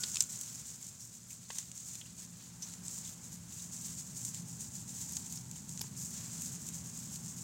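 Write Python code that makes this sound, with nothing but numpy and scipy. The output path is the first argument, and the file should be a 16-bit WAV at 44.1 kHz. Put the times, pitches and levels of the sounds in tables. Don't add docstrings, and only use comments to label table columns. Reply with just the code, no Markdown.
import sys
import numpy as np
from scipy import signal
from scipy.fft import rfft, irfft, next_fast_len
from scipy.io import wavfile
from scipy.ndimage import uniform_filter1d

SR = 44100
rng = np.random.default_rng(int(sys.argv[2]) if len(sys.argv) > 2 else 0)


def store_pcm(level_fs):
    pcm = np.round(np.clip(level_fs, -1, 1) * 32767).astype(np.int16)
    wavfile.write(sys.argv[1], SR, np.atleast_2d(pcm).T)


N = 327663
TIME = np.arange(N) / SR


# t/s, push length/s, fine straw level/dB, coarse stalk level/dB
SHUFFLES = [(-.02, 0.22, -43, -56.5), (0.279, 0.11, -45.5, -59), (.385, 0.025, -42, -56),
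            (.444, 0.17, -50.5, -62.5), (.63, 0.13, -49.5, -64.5), (.79, .11, -51.5, -64),
            (.973, 0.093, -52.5, -72), (1.115, .06, -54, -67), (1.28, .06, -50, -64),
            (1.38, 0.11, -56, -66), (1.479, 0.11, -45, -56), (1.625, 0.085, -58, -68),
            (1.725, 0.24, -49.5, -63), (2.03, 0.047, -54.5, -61), (2.155, 0.11, -53, -63),
            (2.355, 0.13, -55, -63), (2.6, 0.13, -51.5, -60), (2.825, 0.16, -46, -62),
            (3.025, 0.074, -48, -62), (3.215, 0.058, -49.5, -63.5), (3.305, .05, -47, -61),
            (3.484, 0.18, -48, -63), (3.705, 0.042, -43.5, -60), (3.79, 0.15, -48.5, -61),
            (3.949, .14, -48.5, -64), (4.136, .14, -44.5, -62.5), (4.305, 0.073, -48.5, -59),
            (4.455, 0.097, -48.5, -67), (4.577, 0.063, -44.5, -60.5), (4.717, 0.074, -46.5, -61.5),
            (4.86, 0.15, -46.5, -62.5), (4.985, 0.045, -44.5, -58.5), (5.06, 0.11, -42.5, -59),
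            (5.212, 0.034, -50, -61), (5.285, 0.08, -46, -59.5), (5.39, .2, -52, -63.5),
            (5.666, 0.044, -49.5, -73), (5.76, 0.11, -49, -63), (5.96, 0.13, -43.5, -68),
            (6.1, .15, -47.5, -58), (6.305, 0.21, -46.5, -62.5), (6.5, .13, -50.5, -65),
            (6.64, 0.047, -46, -61), (6.715, 0.028, -42.5, -56.5), (6.818, 0.095, -52, -75),
            (6.917, 0.16, -48.5, -62), (7.09, 0.061, -44, -62), (7.226, 0.096, -49, -69),
            (7.341, .09, -47.5, -65)]
def shuffles(attack_s=0.028, settle_s=0.06, stir_start_db=-60, stir_db_per_s=0.61):
    clock = TIME[::44]
    stir = undb(stir_start_db + stir_db_per_s * clock)
    straw_power = stir ** 2
    stalk_power = (stir * undb(-11.5)) ** 2
    for s, length_s, straw_db, stalks_db in SHUFFLES:
        t = clock - s
        push = np.clip(t / attack_s, 0, 1) * np.exp(-np.maximum(t - length_s, 0) / settle_s)
        straw_power += (push * undb(straw_db)) ** 2
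        stalk_power += (push * undb(stalks_db)) ** 2
    return [np.interp(TIME, clock, 10 * np.log10(power)) for power in (straw_power, stalk_power)]


# f/Hz, relative level/dB
STRAW_SPECTRUM = [(1000, -40), (2500, -30.5), (4000, -24.5), (5000, -11.5), (5700, -7), (6400, -0.2),
                  (7300, 1), (8000, -2.5), (9000, -8.5), (10200, -16.5), (12500, -19), (15500, -18.5)]
STEM_SPECTRUM = [(1000, -33.5), (3000, -14.5), (5000, -7), (7000, 5.5), (9000, -2.5), (11000, -10),
                 (15500, -13)]
SPLINTER_SPECTRUM = [(4000, -35), (8000, -34), (10500, 8.5), (13000, 11.5), (15500, 2)]
STALK_SPECTRUM = [(300, -26.5), (680, -8), (950, -6.5), (1300, -6.5), (1700, -5.5), (3000, -2.5),
                  (4300, 2.5), (6000, 0), (10000, -25)]
def litter():
    straw_db, stalks_db = shuffles()
    fits_db = walk(70) + 1.35 * walk(25)
    buried = crackle(per_s=4500, spread_db=3.5, scatter_s=0.0042, scatter_db=4)
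    on_top = crackle(per_s=320, spread_db=2, scatter_s=0.001, scatter_db=-6)
    straw = unit(colour(buried + undb(-10.5) * on_top, STRAW_SPECTRUM))
    stem_breaks = crackle(per_s=45, spread_db=1, scatter_s=0.0015, scatter_db=-4)
    ticks = unit(colour(stem_breaks, STEM_SPECTRUM)) * undb(-15.5)
    tips_db = -23 + 0.2 * (straw_db - straw_db.mean()) + 4.5 * walk(21)
    tip_breaks = crackle(per_s=500, spread_db=2, scatter_s=0.0025, scatter_db=-1)
    tips = unit(colour(tip_breaks, SPLINTER_SPECTRUM)) * undb(tips_db)
    stalk_breaks = crackle(per_s=800, spread_db=1.5, scatter_s=0.008, scatter_db=3.5)
    stalks = unit(colour(stalk_breaks, STALK_SPECTRUM))
    return undb(fits_db) * ((straw + ticks + tips) * undb(straw_db) + stalks * undb(stalks_db))


def crackle(per_s, spread_db, scatter_s, scatter_db):
    breaks = rng.random(N) < per_s / SR
    strength = undb(spread_db * np.minimum(rng.exponential(size=N), 5))
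    clicks = breaks * strength * rng.choice([-1, 1], N)
    t = TIME[:2048]
    echoes = rng.standard_normal(len(t)) * np.exp(-t / scatter_s)
    echo_power = np.maximum(signal.fftconvolve(clicks ** 2, echoes ** 2)[:N], 0)
    scattered = np.sqrt(echo_power) * rng.standard_normal(N)
    return unit(unit(clicks) + undb(scatter_db) * unit(scattered))


# f/Hz, relative level/dB
CRACK_SPECTRUM = [(1000, -40.5), (4000, -8.5), (5300, -6.5), (6200, 4.5), (7300, 10.5), (8200, 0),
                  (9200, -3), (10500, -17), (15500, -26)]
WOOD_SPECTRUM = [(250, -20), (450, -12.5), (680, -37), (1000, -15.5), (1800, -12.5), (2800, -3),
                 (4200, 1.5), (5500, 5), (8000, -26), (15000, -39)]
# t/s, crack level/dB, body level/dB, splinter level/dB
SNAPS = [(0.035, -37, -39.5, -54), (0.0383, -35.5, -34.5, -62), (0.145, -37, -68, -58.0),
         (0.157, -33.5, -36, -57.0), (0.169, -34, -34.5, -55), (0.206, -20.5, -41, -40),
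         (0.2087, -34, -37, -52), (0.2232, -33.5, -45, -42), (0.238, -39, -62.0, -61),
         (0.4119, -38.5, -52, -46), (0.827, -43, -65, -61), (0.867, -45, -72, -57.0),
         (1.3301, -44, -63, -66), (1.505, -45, -45.5, -66.0), (1.5852, -32.5, -57, -49),
         (1.7154, -43, -52, -62), (1.777, -43.5, -65, -63), (1.9538, -43, -51, -56), (2.737, -45, -52, -63),
         (2.8813, -38.5, -62, -64), (4.2494, -35.5, -60, -50), (4.255, -42, -65, -54),
         (4.345, -40, -48.5, -53), (4.607, -46, -64, -53), (4.7535, -42, -66, -60), (5.1223, -44, -58, -46),
         (5.1679, -33, -46, -55), (5.171, -48, -48, -58), (5.264, -43.5, -62, -59), (5.324, -43, -64, -50),
         (5.357, -46, -68.0, -51), (5.513, -42, -52, -54), (5.692, -45, -60, -58),
         (5.775, -40.5, -48, -62.0), (5.793, -41.5, -50, -59), (5.8147, -41, -39.5, -38),
         (6.026, -52, -74, -52), (6.4193, -37.5, -57, -46), (6.688, -39, -57, -49), (7.158, -44, -53, -52)]
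def snaps(break_s=0.0021, scatter_s=0.012, scatter_db=-14):
    track, t = np.zeros(N), TIME[:2048]
    envelope = np.exp(-(t / break_s) ** 2) + undb(scatter_db) * np.exp(-t / scatter_s)
    for s, *levels_db in SNAPS:
        tear = envelope * rng.standard_normal(len(t))
        for spectrum, db in zip((CRACK_SPECTRUM, WOOD_SPECTRUM, SPLINTER_SPECTRUM), levels_db):
            add(track, s, colour(tear, spectrum), db)
    return track


# t/s, f/Hz, level/dB, contact decay/s
SCRAPES = [(0.035, 4450, -38.5, 0.0033), (1.005, 5600, -51, 0.04), (1.304, 2510, -59.5, 0.013),
           (2.0132, 3120, -47, .0015), (2.018, 3150, -57, 0.01), (2.0575, 2710, -59, 0.0027),
           (2.622, 6100, -40.5, 0.015), (3.052, 3700, -53, 0.0076), (3.076, 3420, -57, 0.012),
           (3.595, 3860, -55, .005), (4.893, 3750, -58, 0.0034), (5.168, 4770, -46, 0.0024),
           (5.373, 5630, -44.5, .004), (5.559, 3150, -60, 0.0043), (5.811, 5000, -40.5, 0.0023),
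           (7.158, 4300, -54, .008)]
def scrapes(t60=0.0066, grit_gain=0.2):
    track, t = np.zeros(N), TIME[:6000]
    for s, hz, db, contact_s in SCRAPES:
        slips = rng.standard_normal(len(t)) * np.exp(-t / contact_s)
        ringing = signal.fftconvolve(slips, ring(hz, t60, t))[:len(t)]
        twig = unit(np.gradient(ringing))
        grit = unit(colour(slips, CRACK_SPECTRUM))
        add(track, s, twig + grit_gain * grit, db)
    return track


# f/Hz, relative level/dB, t60/s
BRANCH_MODES = [(440, -8.5, 0.032), (950, 1, 0.024), (1082, -11, 0.068), (1650, -4, 0.023),
                (1905, -1.5, 0.012), (2040, -7, 0.035), (2790, -9, 0.024), (3230, -6, .02)]
# t/s, level/dB, pitch/ratio to those modes, hardness/dB per octave
KNOCKS = [(0.2084, -53, 0.67, 7), (1.5031, -43.5, 1.0, 2.5), (1.507, -52, 0.93, 12), (1.586, -52, 0.98, 8),
          (5.8119, -50, .92, -3), (5.841, -54.5, 0.94, -5)]
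def knocks():
    track, t = np.zeros(N), TIME[:6000]
    for s, db, pitch, hardness in KNOCKS:
        branch = np.zeros(len(t))
        for hz, mode_db, t60 in BRANCH_MODES:
            gain = rng.choice([-1, 1]) * undb(mode_db + hardness * np.log2(hz))
            branch += gain * ring(hz * pitch, t60, t)
        add(track, s, branch, db)
    return track


def whistle(hz=1464, db=-62.5, t60=1.6):
    tone = wavering_tone(hz, depth=0.014, per_s=44.4)
    fade = np.exp(-np.log(1000) * TIME / t60)
    return tone * fade * undb(db + 4.1 * walk(28))


# f/Hz, relative level/dB
RUMBLE_SPECTRUM = [(20, -40.5), (40, -22.5), (52, -19.5), (65, -7.5), (85, -3.5), (105, -1.5), (135, 1.5),
                   (200, 0.5), (250, -5.5), (300, -14.5), (400, -25), (700, -33.5), (2000, -65)]
AIR_SPECTRUM = [(30, -20.5), (150, -2.5), (350, 2.5), (480, 0), (680, -2), (820, -2.5), (950, -0.5),
                (1200, -2), (1550, -1.5), (2200, -5.5), (4000, -7), (7000, 0.5), (10000, -7),
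                (15500, -12.5)]
FAR_RUSH_SPECTRUM = [(400, -33.5), (700, -9.5), (830, 0.5), (970, -2.5), (1150, -14.5), (2000, -33.5)]
# t/s, level/dB
FAR_RUSH = [(2.3, -95), (2.6, -74.5), (3.8, -80), (4.3, -73.5), (5.3, -69.5), (6.0, -79), (7.43, -73)]
# t/s, rumble level/dB, air level/dB
WIND = [(0.0, -56, -59), (.4, -57.5, -61), (1.25, -61, -66.5), (2.3, -58, -63), (2.8, -56, -59.5),
        (3.9, -53, -61.5), (5.7, -51.5, -62), (6.3, -50, -57.5), (7.43, -51, -60.5)]
def wind(deep_hz=110, deep_share=0.62):
    rumble_db, air_db = curves(WIND)
    far_db, = curves(FAR_RUSH)
    gust_db = 0.2 * walk(5)
    eddies = noise(RUMBLE_SPECTRUM)
    deep = signal.sosfiltfilt(signal.butter(3, deep_hz, fs=SR, output="sos"), eddies)
    deep_db = deep_share * rumble_db + (1 - deep_share) * rumble_db.mean()
    rumble = (deep * undb(deep_db) + (eddies - deep) * undb(rumble_db)) * undb(gust_db)
    air = noise(AIR_SPECTRUM) * undb(air_db + 0.8 * gust_db)
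    far_rush = noise(FAR_RUSH_SPECTRUM) * undb(far_db + gust_db)
    return rumble + air + far_rush


# t/s, lower f/Hz, its level/dB, upper f/Hz, its level/dB
ENGINE = [(0, 116.7, -65, 180, -73), (1.5, 118.5, -66, 175.4, -69), (2.9, 120.1, -64.5, 175.6, -58),
          (4.3, 119.4, -57.5, 175, -59), (5.2, 125.4, -58, 170.3, -59), (6.2, 126.9, -63, 168.8, -56.5),
          (7.43, 125, -60, 167.8, -56.5)]
def engine():
    low_hz, low_db, high_hz, high_db = curves(ENGINE)
    drone = np.zeros(N)
    for hz, db in (low_hz, low_db), (high_hz, high_db):
        tone = np.sqrt(2) * wavering_tone(hz, depth=0.01438, per_s=14)
        drone += tone * undb(db + 2 * walk(17))
    return drone


# f/Hz, relative level/dB
PORT_SPECTRUM = [(30, -4), (70, 1), (150, -11), (300, 8), (500, 12), (1000, 8), (2000, -13.5),
                 (4000, -17.5), (7000, -28), (10000, -8.5), (15500, 3.5)]
def port_hiss(db=-78):
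    return np.array([undb(db + 1.3 * walk(30)) * noise(PORT_SPECTRUM) for _ in range(2)])


def undb(db):
    return 10 ** (np.asarray(db) / 20)


def unit(x):
    return x / np.sqrt(np.mean(x ** 2))


def curves(table):
    s, *columns = np.transpose(table)
    return [np.interp(TIME, s, column) for column in columns]


def colour(x, spectrum):
    size = 2 * next_fast_len(len(x))
    hz, db = np.transpose(spectrum)
    bin_hz = np.maximum(np.arange(size // 2 + 1) * SR / size, 1)
    gain = undb(np.interp(np.log(bin_hz), np.log(hz), db))
    cepstrum = irfft(np.log(gain))
    cepstrum[1:size // 2] *= 2
    cepstrum[size // 2 + 1:] = 0
    return irfft(rfft(x, size) * np.exp(rfft(cepstrum)))[:len(x)]


def noise(spectrum):
    return unit(colour(rng.standard_normal(N), spectrum))


def walk(per_s):
    knots = rng.standard_normal(8192)
    return unit(np.interp(TIME * per_s, np.arange(len(knots)), knots))


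def wavering_tone(hz, depth, per_s):
    drifting_hz = hz * (1 + depth * walk(per_s))
    return np.sin(2 * np.pi * np.cumsum(drifting_hz) / SR)


def ring(hz, t60, t):
    return np.sin(2 * np.pi * hz * t) * np.exp(-np.log(1000) * t / t60)


def add(track, s, sound, db):
    loudest = np.sqrt(uniform_filter1d(sound ** 2, size=220, mode="constant").max())
    start = max(int(s * SR), 0)
    part = track[start:start + len(sound)]
    part += sound[:len(part)] * undb(db) / loudest


def scene():
    heap = litter() + snaps() + scrapes() + knocks()
    return heap + whistle() + wind() + engine() + port_hiss()


def record(dry):
    return signal.sosfilt(signal.ellip(10, 0.1, 70, 15850, fs=SR, output="sos"), dry)


dry = scene()
out = record(dry)
store_pcm(out)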